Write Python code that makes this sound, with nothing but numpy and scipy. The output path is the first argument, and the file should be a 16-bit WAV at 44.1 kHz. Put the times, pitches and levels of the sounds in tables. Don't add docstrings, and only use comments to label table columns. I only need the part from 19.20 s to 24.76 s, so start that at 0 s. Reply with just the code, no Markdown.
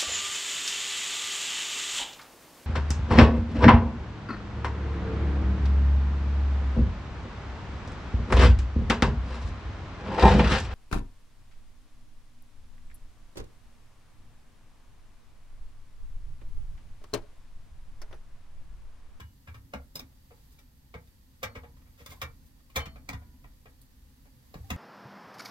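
import sys
import numpy as np
from scipy import signal
from scipy.fft import rfft, irfft
from scipy.io import wavfile
from scipy.ndimage import uniform_filter1d

SR = 44100
rng = np.random.default_rng(int(sys.argv[2]) if len(sys.argv) > 2 else 0)


def waveform_to_disk(signal):
    frames = np.transpose(np.atleast_2d(signal))
    scaled = np.clip(frames, -1, 1) * 32767
    samples = np.round(scaled).astype(np.int16)
    wavfile.write(sys.argv[1], SR, samples)


def boost_factor(decibels):
    exponent = np.asarray(decibels, float) / 20
    return 10 ** exponent


N = 245328

# f/Hz, level/dB [per Hz]
RUMBLE_COLOUR = [(8.8, -36.5), (15, -2.5), (52, 0), (82, -2.5), (107, -14.5), (124, -5.5), (176, -17),
                 (204, -15), (270, -11.5), (304, -21.5), (500, -39), (650, -36), (1100, -120)]
# peak t/s, level/dB [over the drone]
SWELLS = [
    (0.48, 4.5),
    (2.42, 6),
    (3.081, 6),
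    (3.76, 6),
    (4.1, 5.5),
    (5.58, 8),
]
RUMBLE_DB, SWELL_RISE_S, SWELL_FALL_S = -59, 0.21, 0.29

# f/Hz, level/dB [per Hz]
SIZZLE_COLOUR = [(210, 5), (350, -8), (529, 3.5), (611, -10), (853, 0), (1330, -7), (1920, -3.5),
                 (2180, -8), (4540, -6), (5850, -8.5), (10200, -10), (12000, -6.5), (15700, -10)]
# t/s, level/dB
SIZZLE_LEVEL = [(0.0, -76), (0.9, -75.5), (1.22, -73.5), (1.5, -76), (2.1, -75.5), (2.6, -75.5),
                (2.9, -72.5), (3.3, -75.5), (5.2, -74.5), (5.56, -69.5)]
# f/Hz, width/Hz, level/dB [re sizzle], wander/dB
PAN_RING = [(4650, 220, -23, 3), (1800, 150, -33, 2), (11700, 1100, -19, 2.5), (14500, 400, -25, 1),
            (6300, 250, -30, 3)]

# f/Hz, level/dB, t60/s
BENCH_MODES = [(51.3, -3.5, 0.12), (70.9, 1, 0.36), (81.85, 1, 0.39), (101.6, -1.5, 0.36),
               (128.5, -2, 0.23), (166, 4, 0.28), (204.3, 10, 0.076), (262, 1, 0.25), (320, -2, 0.15)]
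# t/s, peak level/dB, upper mode level/dB [re peak]
THUDS = [(0.001, -37.5, -17), (0.278, -38.5, -21), (0.346, -41, -27), (0.411, -48.5, -34),
         (0.537, -35.5, -5.5), (0.743, -49, 1.5), (0.812, -50.5, 1.5), (1.742, -39.5, -12),
         (2.232, -38, -7.5), (2.351, -38, -10), (2.799, -50, -9), (2.88, -46, -13), (3.02, -39, -8.5),
         (3.557, -30.5, -19), (3.662, -48.5, 0.5), (3.89, -37.5, -3.5), (3.93, -32.5, -17),
         (4.243, -48, -18), (4.456, -48, -18), (5.345, -39.5, -10), (5.392, -38.5, -39), (5.504, -32, -4)]
THUD_S = 0.019

# t/s, f/Hz, level/dB, t60/s
SINGLE_RINGS = [(.003, 2900, -58.5, 0.33), (.276, 1640, -53.5, 0.16), (.273, 1110, -52.5, 0.071),
                (.538, 890, -44, 0.091), (.755, 5100, -30.5, 0.065), (.792, 3700, -42, .064),
                (.791, 5260, -33, 0.04), (1.385, 2320, -60, 0.092), (1.384, 4020, -63, .09),
                (2.235, 4380, -57, 0.43), (2.46, 980, -67, 0.44), (2.863, 1056, -49, 0.061),
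                (2.863, 2130, -52.5, .08), (2.915, 2120, -47.5, 0.09), (2.92, 1075, -49, 0.072),
                (2.97, 1040, -58, .087), (3.889, 2283, -31.5, 0.056), (3.95, 980, -66, 1),
                (3.951, 1840, -75, .68), (3.497, 1080, -61, 0.088), (3.95, 1440, -65, 0.55),
                (4.243, 1000, -57, 0.092), (5.342, 760, -55, .11), (5.44, 785, -61.5, .63),
                (5.504, 3650, -43, .06), (5.502, 1220, -40, .12)]
# f/Hz, level/dB, t60/s
FOOT_MODES = [(475, -0.5, 0.18), (2220, -1, 0.1)]
# f/Hz, level/dB, t60/s
FRAME_MODES = [(535, 0, 0.11), (1066, -8, 0.2), (1252, -9, 0.11), (1855, -9, 0.11), (2154, -5, 0.12),
               (2320, 2, 0.17)]
# f/Hz, level/dB, t60/s
BLADE_MODES = [(657, -12, 0.6), (1152, -9, 0.42), (3060, 0, 0.26), (4330, -10, 0.47)]
# t/s, level/dB [modes under 1.5 kHz], level/dB [modes above]
FOOT_HITS = [
    (1.112, -54, -78),
    (1.741, -45.5, -46),
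    (2.356, -46.5, -42.5),
    (2.44, -50, -72),
    (2.801, -54, -75),
]
# t/s, level/dB [modes under 1.5 kHz], level/dB [modes above]
FRAME_HITS = [
    (2.232, -37, -42),
    (3.018, -39.5, -39),
    (3.563, -31, -31.5),
]
# t/s, level/dB [modes under 1.5 kHz], level/dB [modes above]
BLADE_HITS = [
    (3.6, -43, -41.5),
]

# t/s, peak level/dB, body level/dB [0.4-1 kHz re peak],
# hardness/dB [3.5-7 kHz re peak], rattle length/s
KNOCKS = [(0.0014, -43.5, -13, -6.5, 0.0073), (0.2687, -48.5, -10, -14.5, 0.022),
          (0.34, -50, -11, -8.5, 0.014), (0.5347, -34.5, -1.5, -11, 0.0068), (0.7528, -43, -3, 5, 0.0086),
          (0.7932, -43, -1, 1.5, 0.0047), (1.738, -44, 0, -15, 0.014), (2.2275, -30.5, -4.5, -5, 0.014),
          (2.3472, -44.5, -3, -12, 0.024), (2.86, -46, -5.5, 2, 0.0069), (2.9194, -53, 1.5, -4, 0.008),
          (3.0138, -32, -7, -4.5, 0.012), (3.556, -27, -7.5, -3, 0.017), (3.6535, -43, -11.5, -8, 0.014),
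          (3.7553, -52, -1, -13, 0.011), (3.8886, -31.5, -4.5, -3.5, 0.0046),
          (3.9285, -40.5, -8, -8.5, 0.0098), (4.2406, -53.5, 1, -16, 0.007),
          (4.4545, -52, 0.5, -16, 0.0098), (4.614, -80.5, -10, 20, 0.0054), (5.3404, -43.5, -1, -7, 0.006),
          (5.5006, -32.5, -5.5, -4.5, 0.01)]
# t/s, peak level/dB, hardness/dB
TAPS = [
    (1.104, -60.5, -21),
    (1.387, -59, 0.5),
    (1.871, -66.5, 0),
    (2.431, -53, -17.5),
    (2.564, -64, -6),
    (2.898, -60, -10),
    (3.498, -60.5, -2),
    (4.013, -62.5, -15),
    (5.0518, -65, -17.5),
]
# t/s, peak level/dB, hardness/dB, length/s
RUBS = [
    (1.29, -77, 8, 0.066),
    (2.651, -68, -17, 0.033),
    (2.762, -60, -3.5, 0.082),
    (2.877, -62, 5.5, 0.072),
    (2.952, -79, 10, 0.026),
    (3.248, -86.5, 15, 0.038),
    (3.582, -46.5, -7, 0.042),
]
TAP_BODY_DB, TAP_BODY_SLOPE, TAP_S, TAP_S_PER_DB = -8, -0.55, 0.009, -0.0004
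RUB_BODY_DB = -5
EDGE_DB, EDGE_SLOPE = 2.5, 1.55
LEAD_S = 0.016
# f/Hz, level/dB [per Hz]
CLATTER_COLOUR = [(150, -79), (250, -5), (359, -15), (525, 5.5), (669, -2), (1080, -7.5), (1990, -14.5),
                  (2360, -10.5), (2850, -19), (3700, -16), (4030, -22), (7900, -21), (9890, -19),
                  (15500, -12)]
FORCE_BANDS = [600, 1900, 5000, 10500]
# f/Hz, level/dB, t60/s
SHEET_MODES = [(466, -2, .14), (652, -8, .12), (850, -10, .12), (1066, -8, .12), (1255, -10, .1),
               (1860, -8, .12), (2154, -8, .1), (2320, -7, .12)]

# f/Hz, t60/s
ROOM_T60 = [(300, 0.22), (1000, 0.2), (3000, 0.12), (8000, 0.1), (16000, 0.083)]
# f/Hz, left minus right level/dB
LEFT_SHADE = [(100, 0), (300, 3), (600, .5), (1200, 1), (2500, 1.5), (5000, -.5), (9000, -2.5), (17000, -5)]
LEFT_LAG, EARLY = 10, 400
# f/Hz, level/dB
TOP_CUT = [(15800, 0), (15950, -22), (16500, -30), (16700, -90)]


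def unit(x):
    return x / np.sqrt(np.mean(x ** 2))


def curve(table):
    return boost_factor(np.interp(np.arange(N) / SR, *np.transpose(table)))


def colour(x, table):
    hz, db = np.transpose(table)
    bins = np.maximum(np.fft.rfftfreq(x.shape[-1], 1 / SR), 1)
    gain = boost_factor(np.interp(np.log(bins), np.log(hz), db))
    return irfft(rfft(x) * gain, x.shape[-1])


def band(x, lo_hz, hi_hz):
    return signal.sosfilt(signal.butter(2, [lo_hz, hi_hz], "band", fs=SR, output="sos"), x)


def split(x, centres_hz):
    bins = np.log(np.maximum(np.fft.rfftfreq(x.shape[-1], 1 / SR), 1))
    shares = (np.interp(bins, np.log(centres_hz), peak) for peak in np.eye(len(centres_hz)))
    spectrum = rfft(x)
    return [irfft(spectrum * np.sin(np.pi / 2 * share) ** 2, x.shape[-1]) for share in shares]


def walk(rate):
    hold = int(SR / rate)
    steps = np.repeat(rng.standard_normal(N // hold + 1), hold)
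    smooth = uniform_filter1d(uniform_filter1d(steps, hold), hold)
    return unit(smooth[:N])


def add(track, s, piece):
    start = int(s * SR)
    track[..., start:start + piece.shape[-1]] += piece[..., :N - start]


def touch(length, sharp):
    t = np.arange(int(3 * length * SR)) / SR / length
    if sharp:
        return np.minimum(t / 0.28, 1) ** 2 * np.exp(-t ** 3)
    return np.sin(np.pi * np.minimum(t, 1)) ** 2


def ring(drive, modes):
    out = 0
    for x, (hz, db, t60) in zip(drive, modes):
        pole = np.exp(2j * np.pi * hz / SR - np.log(1000) / (t60 * SR))
        out = out + boost_factor(db) * signal.lfilter([1], [1, -pole], x).imag
    return out


def rumble():
    mid, side = colour(rng.standard_normal((2, N)), RUMBLE_COLOUR)
    drone = unit(mid + 0.23 * side * np.array([[1], [-1]]))
    t = np.arange(N) / SR
    swell_db = sum(np.interp(t, [s - SWELL_RISE_S, s, s + SWELL_FALL_S], [0, db, 0]) for s, db in SWELLS)
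    return drone * boost_factor(RUMBLE_DB + swell_db + 2 + 0.61 * walk(9.1))


def sizzle():
    burst_size = boost_factor(2.0 * np.minimum(rng.exponential(size=(2, N)), 6))
    bursts = rng.standard_normal((2, N)) * burst_size
    hiss = unit(colour(bursts, SIZZLE_COLOUR))
    patches = sum(part * boost_factor(0.31 * walk(27)) for part in split(hiss, 500 * 2. ** np.arange(6)))
    for hz, width, db, wander_db in PAN_RING:
        resonance = unit(band(bursts, hz - width / 2, hz + width / 2))
        patches = patches + resonance * boost_factor(db + wander_db * walk(8.7))
    return patches * curve(SIZZLE_LEVEL) * boost_factor(9.0 + np.array([[-.8], [.8]]))


def bench():
    push = np.zeros((len(BENCH_MODES), N))
    upper = np.array(BENCH_MODES)[:, :1] > 140
    shape = touch(THUD_S, True)
    for s, db, upper_db in THUDS:
        shake = rng.standard_normal((len(BENCH_MODES), len(shape))) * shape
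        add(push, s, shake * boost_factor(db + upper_db * upper))
    boom = boost_factor(-31.5) * band(ring(push, BENCH_MODES), 31, 630)
    return np.array([np.roll(boom, 2 * LEFT_LAG), boom])


def panels():
    rings = list(SINGLE_RINGS)
    for modes, hits in ((FOOT_MODES, FOOT_HITS), (FRAME_MODES, FRAME_HITS), (BLADE_MODES, BLADE_HITS)):
        for s, low_db, high_db in hits:
            for hz, db, t60 in modes:
                rings.append((s, hz, db + (low_db if hz < 1500 else high_db), t60))
    out = np.zeros(N)
    t = np.arange(SR // 2) / SR
    for s, hz, db, t60 in rings:
        pair = np.sin(2 * np.pi * hz * t) + 0.3 * np.sin(2 * np.pi * 1.011 * hz * t)
        decay = boost_factor(db - 60 * t / t60)
        add(out, s, decay * np.minimum(t / 0.0029, 1) * pair)
    return np.array([np.roll(out, LEFT_LAG // 3), out])


def fan_metal():
    taps = [(s, db, TAP_BODY_DB + TAP_BODY_SLOPE * hard, hard, TAP_S + TAP_S_PER_DB * hard)
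            for s, db, hard in TAPS]
    rubs = [(s, db, RUB_BODY_DB, hard, length) for s, db, hard, length in RUBS]
    force = np.zeros((4, N))
    for touches, sharp in ((KNOCKS + taps, True), (rubs, False)):
        for s, db, body, hard, length in touches:
            edge = EDGE_DB + EDGE_SLOPE * hard
            band_db = np.array([[body], [0], [hard], [edge]])
            add(force, s, boost_factor(db + band_db) * touch(length, sharp))
    approach = np.linspace(0, 1, int(LEAD_S * SR))
    for s, db, body, *_ in KNOCKS[1:] + taps:
        add(force[:2], s - LEAD_S, boost_factor(db - 28 + np.array([[body], [0]])) * approach)
    impacts = rng.standard_normal(N) * boost_factor(2.54 * rng.exponential(size=N))
    parts = np.array(split(colour(impacts, CLATTER_COLOUR), FORCE_BANDS))
    parts /= np.sqrt(uniform_filter1d(parts ** 2, size=500, axis=1))
    clatter = np.sum(parts * force * boost_factor(np.array([[-2], [-3], [-3], [-2]])), axis=0)
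    drive = [force[int(hz > 900)] * rng.standard_normal(N) for hz, _, _ in SHEET_MODES]
    return clatter + boost_factor(-34) * ring(drive, SHEET_MODES)


def cabin(x):
    t = np.arange(int(.4 * SR)) / SR
    hz, t60 = np.transpose(ROOM_T60)
    mid, side = (split(v, hz) for v in rng.standard_normal((2, len(t))))
    tail = 0
    for k in range(len(hz)):
        width = min(hz[k] / 1000, 1)
        tail = tail + (mid[k] + width * side[k] * np.array([[1], [-1]])) * boost_factor(-60 * t / t60[k])
    tail = tail * np.minimum(t / 0.0014, 1) * boost_factor(-27)
    tail[0, LEFT_LAG] += 1
    tail[1, 0] += 1
    response = rfft(np.roll(tail, EARLY, axis=1))
    response /= np.sqrt(uniform_filter1d(np.abs(response) ** 2, size=70, axis=1))
    echo = boost_factor(3.0) * irfft(response, len(t))
    left, right = signal.fftconvolve(x[None], echo, axes=1)[:, EARLY:N + EARLY]
    return np.array([colour(left, LEFT_SHADE), right])


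def scene():
    return rumble() + sizzle() + bench() + panels() + cabin(fan_metal())


def top_cut(x):
    return signal.sosfilt(signal.butter(12, 16690, fs=SR, output="sos"), x)


def record(dry):
    mix = colour(dry, TOP_CUT)
    return top_cut(mix)


dry = scene()
out = record(dry)
waveform_to_disk(out)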